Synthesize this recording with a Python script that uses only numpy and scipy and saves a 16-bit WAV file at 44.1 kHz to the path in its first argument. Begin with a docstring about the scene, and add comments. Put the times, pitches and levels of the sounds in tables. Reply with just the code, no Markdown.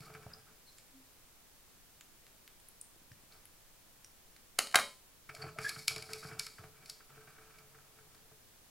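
"""Screwdriver and cardboard can

Close up in a small quiet room, a precision screwdriver ticks in the screw terminal of a plastic
connector, then clacks and thuds onto the cutting mat. An empty cardboard can with a metal rim, brushed
at the start, is now turned in the fingers as a thin wire is pulled out: it booms hollowly, rubs and
squeaks on the mat, and the wire clicks on the rim. Impacts and friction drive damped resonances."""
import sys
import numpy as np
from scipy import signal
from scipy.fft import rfft, irfft
from scipy.io import wavfile
from scipy.ndimage import uniform_filter1d

SR = 44100
rng = np.random.default_rng(int(sys.argv[2]) if len(sys.argv) > 2 else 0)


def inscribe(sig):
    """Save sig as 16-bit PCM at rate SR to the path in sys.argv[1].

    A 1-D sig is mono; a 2-D sig holds one channel per row.
    Samples are clipped to [-1, 1] before scaling.
    """
    pcm = np.round(np.clip(np.atleast_2d(sig).T, -1, 1) * 32767)
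    wavfile.write(sys.argv[1], SR, pcm.astype(np.int16))


N = 383669
TIME = np.arange(N) / SR

# Levels in the tables are relative; an offset_db adds to the level_db of its row.
# background noise spectrum: frequency_hz, density_db
HISS_SPECTRUM = [(25, -8), (45, -16), (120, -18.5), (300, -22), (750, -24.5), (2650, -28.5), (15800, -30.5)]
# stereo width of that noise: frequency_hz, side_minus_mid_db
HISS_WIDTH = [(30, -5.5), (90, -4.5), (1300, -3.5), (8000, .5)]
# the can slides under the fingers: start_s, length_s, level_db, rumble_offset_db
CAN_SLIDES = [(0, 0.18, -60, 4), (0.189, 0.21, -63.5, 1), (0.457, 0.037, -58.5, -6), (3.3, 0.068, -61, -3),
              (5.37, 0.095, -50.5, 1.5), (5.567, .1, -45.5, -4), (5.684, .11, -58, 0),
              (5.897, .16, -55, 2.5), (6.09, 0.055, -47.5, -4), (6.213, 0.19, -49.5, -4),
              (6.585, 0.054, -54.5, -1), (6.721, 0.19, -60.5, -4.5), (7.08, 0.53, -59.5, -5.5),
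              (7.624, 0.59, -69.5, 1)]
# metal scrapes along an edge: start_s, length_s, level_db
EDGE_SCRAPES = [(0, 0.041, -58.5), (0.657, .06, -65), (0.767, .025, -58.5), (3.303, 0.031, -63),
                (5.327, 0.083, -58), (5.593, .22, -48), (5.649, 0.034, -41), (5.984, 0.3, -53),
                (6.406, 0.079, -53.5), (6.49, 0.15, -61.5), (6.85, 0.04, -52)]
# the wire snaps over the metal edge: start_s, level_db, rim_offset_db
WIRE_SNAPS = [(0.004, -46, -4), (0.137, -49.5, -2), (5.348, -38.5, -3), (5.69, -27, -5),
              (5.8785, -14.5, -5.5), (5.9597, -33, 2), (5.979, -36, -15), (6.0219, -35.5, -4),
              (6.1313, -27.5, -6), (6.393, -21.5, -10), (6.464, -33.5, -8), (6.8568, -43, -9.5),
              (6.896, -30.5, -19), (7.584, -50, 1), (8.146, -52, -14)]
# fingertips land on the can: start_s, level_db, boom_offset_db
CAN_TAPS = [(0.097, -48.5, 9), (0.147, -39.5, 0.5), (0.313, -47.5, -10), (5.2913, -35, -4),
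            (5.362, -44, -4), (5.4207, -35.5, -11), (5.438, -40.5, 9), (5.463, -42, 8), (5.585, -30.5, 0.5),
            (5.758, -37.5, -5.5), (5.907, -38, 2.5), (5.962, -41, 9), (6.088, -42, 2), (6.228, -42.5, -3),
            (6.247, -42, 7.5), (6.312, -39, -1), (6.464, -41, -9), (6.582, -41, -8), (6.636, -42, 4.5),
            (7.001, -46.5, -8), (7.171, -49, 7), (7.273, -45, 0), (7.381, -46.5, -1), (7.746, -47.5, -3),
            (7.783, -50, -7), (7.985, -50, -3), (8.145, -53, 2), (8.313, -59, 13)]
# modes of the can's metal edge: frequency_hz, width_hz, level_db
EDGE_MODES = [(3910, 81, -13.5), (4300, 46, 1.5), (4690, 150, 2.5), (5270, 320, -1), (6130, 280, -13),
              (6940, 320, -10.5), (7730, 730, -11), (8880, 250, -10), (9870, 280, -7.5),
              (11000, 1000, -12.5)]
# modes of its rim: frequency_hz, width_hz, level_db
RIM_MODES = [(2278, 58, 12), (2460, 81, 6), (3000, 130, -20)]
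# modes of its cardboard wall: frequency_hz, width_hz, level_db
WALL_MODES = [(1324, 42, 4.5), (1417, 230, 2), (1566, 64, -4), (1730, 130, -5)]
# modes of its air, closed at one end (some near odd multiples): frequency_hz, width_hz, level_db
AIR_MODES = [(99.3, 12, -4), (140.5, 18, 3), (367, 150, -14.5), (433.8, 8.8, 7), (631, 44, -5),
             (755, 14, -8.5), (1050, 180, -18)]
# soft knocks and the can's low hollow booms: start_s, level_db, pitch_hz, width_hz
SOFT_BUMPS = [(0.003, -39.5, 148, 23.6), (0.262, -37, 106, 76), (0.265, -41, 590, 250),
              (2.961, -55, 300, 404), (3.016, -55, 200, 200), (3.114, -43.5, 107, 45),
              (3.116, -50.5, 1800, 250), (3.235, -53, 200, 216), (5.643, -43, 129, 41.67),
              (5.767, -38, 141, 21.9), (6.25, -38.5, 140, 27.78), (6.321, -39, 136, 32.41),
              (6.593, -41, 108, 37)]
# squeaks, groans and a thin ping: middle_s, half_length_s, pitch_hz, glide_per_half_octaves, level_db
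SHORT_TONES = [(0.08, 0.087, 1290, 0.42, -58.5), (0.337, 0.007, 5080, -0.013, -44),
               (0.687, 0.061, 4190, -0.069, -62), (0.962, 0.078, 263.7, 0.027, -61),
               (5.347, .014, 642, -0.14, -51), (5.424, 0.017, 4570, 0.13, -43),
               (5.567, 0.02, 630, 0.082, -48.5), (5.652, .02, 1677, -0.023, -34.5),
               (5.668, .018, 1670, 0, -32), (5.684, 0.033, 1680, -0.13, -41)]
# the blade slips in the terminal: start_s, level_db, pitch_hz, housing_offset_db
BLADE_SLIPS = [(0.7831, -49, 7270, -1), (2.0084, -50, 6840, 7), (2.265, -64, 4000, 14.5),
               (2.4758, -52, 12000, 8), (2.599, -56, 8950, -1), (2.685, -44, 10550, -18),
               (2.812, -35.5, 8860, -28), (3.1164, -57.5, 5040, 6), (3.321, -52, 4270, -4),
               (3.4532, -46.5, 10400, -4.5), (4.044, -46.5, 5670, -3.5), (4.045, -48.5, 9000, -20),
               (4.363, -59.5, 4240, 10.5)]
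# response of the plastic housing: frequency_hz, density_db
HOUSING_SPECTRUM = [(500, -42), (1200, 7), (1900, 9), (3000, 8.5), (7000, 0.5), (12000, -5), (16000, -10)]
# modes of the steel shaft: frequency_hz, width_hz, level_db
SHAFT_MODES = [(3130, 22, -9), (3970, 45, -4.5), (5660, 56, -4.5), (7400, 50, 0), (9200, 49, 5),
               (10450, 43, -0.5), (11500, 62, -2)]
# the screwdriver lands, tip first, then handle: start_s, clack_db, thud_db
TOOL_LANDINGS = [(4.5841, -35.5, -43), (4.5868, -15, -46.5), (4.588, -16, -25), (4.669, -35, -49),
                 (4.711, -42.5, -60.5), (4.724, -41.5, -55), (4.741, -41.5, -26.5), (4.7438, -25.5, -12),
                 (4.7549, -9, -20.5), (4.7573, -15.5, -15), (4.7665, -29.5, -19.5), (4.787, -37, -20.5),
                 (4.795, -27, -45)]
# hard clack of the shaft: frequency_hz, density_db
CLACK_SPECTRUM = [(100, -18.5), (230, -11.5), (320, -14.5), (420, -7.5), (650, -3), (1000, -17), (1800, 2),
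                  (2400, -4.5), (2700, -5), (3100, 6), (3430, -16.5), (3750, 3), (5500, -6.5), (9300, -5.5),
                  (11500, -10), (12500, -18.5), (15500, -22)]
# dull thud of the handle: frequency_hz, density_db
THUD_SPECTRUM = [(90, -29.5), (300, -33.5), (520, -23.5), (690, -0.5), (850, -10), (1250, -4), (1900, -7.5),
                 (2400, -5.5), (3000, -35.5), (6000, -26.5), (15000, -57.5)]
# modes of the handle: frequency_hz, width_hz, level_db
HANDLE_MODES = [(669.5, 19, 0.5), (1080, 18, 2), (1230, 20, -3), (1340, 20, -3), (1415, 24, -3.5),
                (1585, 26, -4), (1745, 26, -5.5), (2413, 24, 5)]
# reverberation time: frequency_hz, t60_s
ROOM_DECAY = [(100, 0.44), (500, 0.28), (1500, 0.29), (4000, 0.33), (9000, 0.38), (15000, .22)]
# reverberation against the direct sound: frequency_hz, level_db
ROOM_GAIN = [(100, -1), (500, -2.5), (1500, -6), (4000, -5.5), (9000, -7.5), (15000, -7.5)]

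HISS_DB, CUTOFF_HZ = -64, 15900


def from_db(db):
    """Amplitude grows tenfold every 20 decibels."""
    return 10 ** (np.asarray(db) / 20)


def at_hz(points, hz):
    """Interpolation on a log-frequency axis."""
    frequencies, values = np.transpose(points)
    return np.interp(np.log(np.maximum(hz, 1)), np.log(frequencies), values)


def unit_energy(x):
    """Normalisation: a response of unit energy preserves the power of white noise."""
    return x / np.sqrt(np.sum(x ** 2) + 1e-20)


def through(x, response):
    """A linear system convolves its input with its impulse response."""
    return signal.oaconvolve(x, response)[:N]


def butterworth(x, order, hz, kind="band"):
    """Filtering with a maximally flat passband."""
    return signal.sosfilt(signal.butter(order, hz, kind, fs=SR, output="sos"), x)


def add(out, start_s, sound):
    """Superposition: a short sound adds to what is already there."""
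    start = max(0, int(start_s * SR))
    out[start:start + len(sound)] += sound[:max(0, N - start)]


def modes(rows):
    """Modal ringing: the wider a resonance, the faster its sinusoid decays."""
    t = TIME[:8192]
    return unit_energy(sum(from_db(db) * width * np.exp(-np.pi * width * t) * np.cos(2 * np.pi * hz * t)
                           for hz, width, db in rows))


def damped_body(spectrum, size=2048):
    """Minimum phase: a magnitude spectrum determines a compact causal response."""
    magnitude = from_db(at_hz(spectrum, np.fft.rfftfreq(size, 1 / SR)))
    cepstrum = irfft(np.log(magnitude))
    causal = np.r_[cepstrum[0], 2 * cepstrum[1:size // 2]]
    return unit_energy(irfft(np.exp(rfft(causal, size))))


def contact(length_s):
    """Broadband excitation: milliseconds of micro-impacts and bench reflections."""
    t = TIME[:2048] / length_s
    envelope = np.exp(-t ** 2) * (1 - np.exp(-t / 0.22))
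    burst = rng.standard_normal(len(t)) * envelope
    for _ in range(8):   # flatten the spectrum, then confine the burst again
        burst = irfft(np.exp(1j * np.angle(rfft(burst)))) * np.sqrt(envelope)
    return unit_energy(burst)


def blows(starts_s, levels_db, length_s):
    """Contact forces superpose; they share one length or have one each."""
    force = np.zeros(N)
    for start_s, db, contact_s in np.broadcast(starts_s, levels_db, length_s):
        add(force, start_s, from_db(db) * contact(contact_s))
    return force


def hiss():
    """Stationary noise: a steady background of air and hiss, as mid and side."""
    hz = np.fft.rfftfreq(N, 1 / SR)
    colour = from_db(at_hz(HISS_SPECTRUM, hz))
    colour = colour * from_db(HISS_DB) / np.sqrt(np.mean(colour ** 2 * (hz < CUTOFF_HZ)))
    mid, side = rfft(rng.standard_normal((2, N))) * colour
    return irfft(mid, N), irfft(side * from_db(at_hz(HISS_WIDTH, hz)), N)


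def friction(slips_per_s, spread_db, clump_db):
    """Friction as shot noise: random slips of uneven size, clumped by a varying grip; rms 1."""
    sizes = from_db(spread_db * np.minimum(rng.exponential(1, N), 4)) * rng.choice([-1, 1], N)
    grip = np.interp(TIME, np.linspace(0, TIME[-1], 600), rng.standard_normal(600))
    slipping = rng.random(N) < slips_per_s / SR
    return unit_energy(sizes * from_db(clump_db * grip) * slipping) * np.sqrt(N)


def strokes(starts_s, lengths_s, levels_db, attack_s=0.02, release_db_per_s=330):
    """Rubbing pressure rises linearly, holds and decays exponentially."""
    pressure = np.zeros(N)
    for start_s, length_s, db in zip(starts_s, lengths_s, levels_db):
        t = TIME[:int(length_s * SR) + SR // 2]
        fall_db = release_db_per_s * np.maximum(t - length_s, 0)
        add(pressure, start_s, np.minimum(t / attack_s, 1) * from_db(db - fall_db))
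    return pressure


def rubbing_forces():
    """Sliding friction: slides rustle and rumble in the can, scrapes crackle on edge and rim."""
    start_s, length_s, db, rumble_offset_db = np.transpose(CAN_SLIDES)
    rustle = strokes(start_s, length_s, db) * friction(slips_per_s=1400, spread_db=-0.5, clump_db=4.5)
    rumble = strokes(start_s, length_s, db + rumble_offset_db)
    rumble *= friction(slips_per_s=1000, spread_db=2.5, clump_db=1.5)
    scrape = strokes(*np.transpose(EDGE_SCRAPES)) * friction(slips_per_s=1400, spread_db=0.5, clump_db=4)
    edge = from_db(-4) * scrape + from_db(-16) * rustle
    rim = from_db(-13) * scrape + from_db(-15) * rustle
    wall, air = from_db(-7.5) * rustle, from_db(-5) * rumble
    return np.array([edge, rim, wall, air])


def wire_forces(gain_db=14, skid_s=0.0061, skid_db=-16):
    """Impulsive excitation: the wire skids and snaps over the edge; the rim couples to wall and air."""
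    start_s, db, rim_offset_db = np.transpose(WIRE_SNAPS)
    snap = blows(start_s, db + gain_db, length_s=0.006)
    skid = blows(start_s - skid_s, db + gain_db + skid_db, length_s=2 * skid_s)
    rim = blows(start_s, db + gain_db + rim_offset_db, length_s=0.0043)
    wall, air = from_db(-13) * rim, from_db(-22) * rim
    return np.array([snap + skid, rim, wall, air])


def tap_forces(gain_db=14, boom_gain_db=13, firm_db=-34.5, firm_s=0.0055, drag_s_per_db=0.18):
    """Soft impact: a firm fingertip is brief and excites the metal, a light one is dull and drags."""
    start_s, db, boom_offset_db = np.transpose(CAN_TAPS)
    lightness_db = np.maximum(firm_db - db, 0)
    contact_s = np.minimum(firm_s + drag_s_per_db * lightness_db, 0.017)
    start_s = start_s - 0.299 * (contact_s - firm_s)   # a soft fingertip starts to press sooner
    metal = blows(start_s, db + gain_db - 0.85 * lightness_db, contact_s)
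    edge, rim = from_db(-10.5) * metal, from_db(-3) * metal
    wall = blows(start_s, db + gain_db, contact_s)
    air = blows(start_s, db + boom_offset_db + boom_gain_db, contact_s)
    return np.array([edge, rim, wall, air])


def can():
    """Forced vibration: wire, taps and rubbing drive the same edge, rim, wall and air column."""
    on_edge, on_rim, on_wall, on_air = wire_forces() + tap_forces() + rubbing_forces()
    edge = through(on_edge, modes(EDGE_MODES))
    shell = through(on_rim, modes(RIM_MODES)) + through(on_wall, modes(WALL_MODES))
    hollow = through(on_air, modes(AIR_MODES))
    # small parts radiate no bass; soft fingers put little treble into the large ones
    return (butterworth(edge, 2, [1800, 11500]) + butterworth(shell, 1, [700, 4500])
            + butterworth(hollow, 2, [70, 1300]))


def soft_bumps(gain_db=14):
    """Damped oscillation: soft knocks and the can's low hollow booms, each one decaying note."""
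    out = np.zeros(N)
    for start_s, db, hz, width_hz in SOFT_BUMPS:
        note = signal.fftconvolve(contact(length_s=0.0022), modes([(hz, width_hz, 0)]))
        softened = butterworth(note, 1, [hz / 2, hz * 2])
        add(out, start_s, from_db(db + gain_db) * unit_energy(softened))
    return out


def short_tones(jitter=0.035, overtone_db=-24, gain_db=2):
    """Frequency modulation: wavering squeaks and groans of can and fingers, and a thin screw ping."""
    out = np.zeros(N)
    for middle_s, half_s, hz, glide_octaves, db in SHORT_TONES:
        n = int(2 * half_s * SR)
        waver = uniform_filter1d(rng.standard_normal(N // 20), size=40)[:n]
        pitch_hz = hz * 2 ** (glide_octaves * np.linspace(-1, 1, n)) * (1 + jitter * waver / waver.std())
        phase = 2 * np.pi * np.cumsum(pitch_hz) / SR
        tone = np.sin(phase) + from_db(overtone_db) * np.sin(2 * phase)
        add(out, middle_s - half_s, from_db(db + gain_db) * np.hanning(n) ** 4 * tone)
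    return out


def screw_terminal(ping_gain_db=12, housing_gain_db=13, band_ratio=7 / 6, ring_width_hz=110):
    """Resonance: each slip of the blade pings the metal, rings the shaft and clicks the plastic."""
    out, housing, shaft = np.zeros(N), damped_body(HOUSING_SPECTRUM), modes(SHAFT_MODES)
    for start_s, db, hz, housing_offset_db in BLADE_SLIPS:
        force = contact(length_s=0.004)
        ping = unit_energy(butterworth(force, 2, [hz / band_ratio, hz * band_ratio]))
        pitched_ring = unit_energy(signal.fftconvolve(ping, modes([(hz, ring_width_hz, 0)])))
        shaft_ring = unit_energy(signal.fftconvolve(ping, shaft))
        for metal, relative_db in (ping, 0), (pitched_ring, -4), (shaft_ring, -10):
            add(out, start_s, from_db(db + ping_gain_db + relative_db) * metal)
        click = signal.fftconvolve(force, housing)
        add(out, start_s, from_db(db + housing_gain_db + housing_offset_db) * click)
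    return out


def screwdriver_landing(clack_gain_db=14, thud_gain_db=13.5, ring_db=-15, rattle_db=-8):
    """Impact and free vibration: the hard shaft clacks and rings, the rubbery handle thuds and rattles."""
    start_s, clack_db, thud_db = np.transpose(TOOL_LANDINGS)
    on_shaft = blows(start_s, clack_db + clack_gain_db, length_s=0.0057)
    on_handle = blows(start_s, thud_db + thud_gain_db, length_s=0.0035)
    clack = through(on_shaft, damped_body(CLACK_SPECTRUM))
    ring = from_db(ring_db) * through(on_shaft, modes(SHAFT_MODES))
    thud = through(on_handle, damped_body(THUD_SPECTRUM))
    rattle = from_db(rattle_db) * through(on_handle, modes(HANDLE_MODES))
    # a tool this small moves no air in the deep bass
    return butterworth(clack + ring + thud + rattle, 2, 70, "high")


def room_tail(build_up_s=0.00096, size=22050, bands=10):
    """Reverberation: diffuse reflections build up quickly and decay exponentially, band by band."""
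    t, hz = TIME[:size], np.fft.rfftfreq(size, 1 / SR)
    # noise made even in spectrum, then in time, so that no room mode stands out
    noise = rng.standard_normal(size) * from_db(-60 * t / at_hz(ROOM_DECAY, 1000))
    even = irfft(np.exp(1j * np.angle(rfft(noise))), size)
    white = rfft(even / np.sqrt(uniform_filter1d(even ** 2, size=512) + 1e-20))
    centres_hz, tail = np.geomspace(80, 16000, bands), 0
    onset = 1 - np.exp(-(t / build_up_s) ** 2)
    for centre_hz, share in zip(centres_hz, np.eye(bands)):
        band = irfft(white * at_hz(np.c_[centres_hz, share], hz), size)
        envelope = onset * from_db(-60 * t / at_hz(ROOM_DECAY, centre_hz))
        tail = tail + band * unit_energy(envelope) * from_db(at_hz(ROOM_GAIN, centre_hz))
    return tail


def scene(room_side_db=-22):
    """Mid-side stereo: the sources lie straight ahead; only the room and the hiss have width."""
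    direct = screw_terminal() + screwdriver_landing() + can() + short_tones() + soft_bumps()
    hiss_mid, hiss_side = hiss()
    mid = direct + through(direct, room_tail()) + hiss_mid
    side = from_db(room_side_db) * through(direct, room_tail()) + hiss_side
    return np.array([mid + side, mid - side])


def record(dry):
    """Band limiting: an elliptic low-pass cuts the highest treble steeply."""
    return signal.sosfilt(signal.ellip(12, 0.1, 80, CUTOFF_HZ, fs=SR, output="sos"), dry)


dry = scene()
out = record(dry)
inscribe(out)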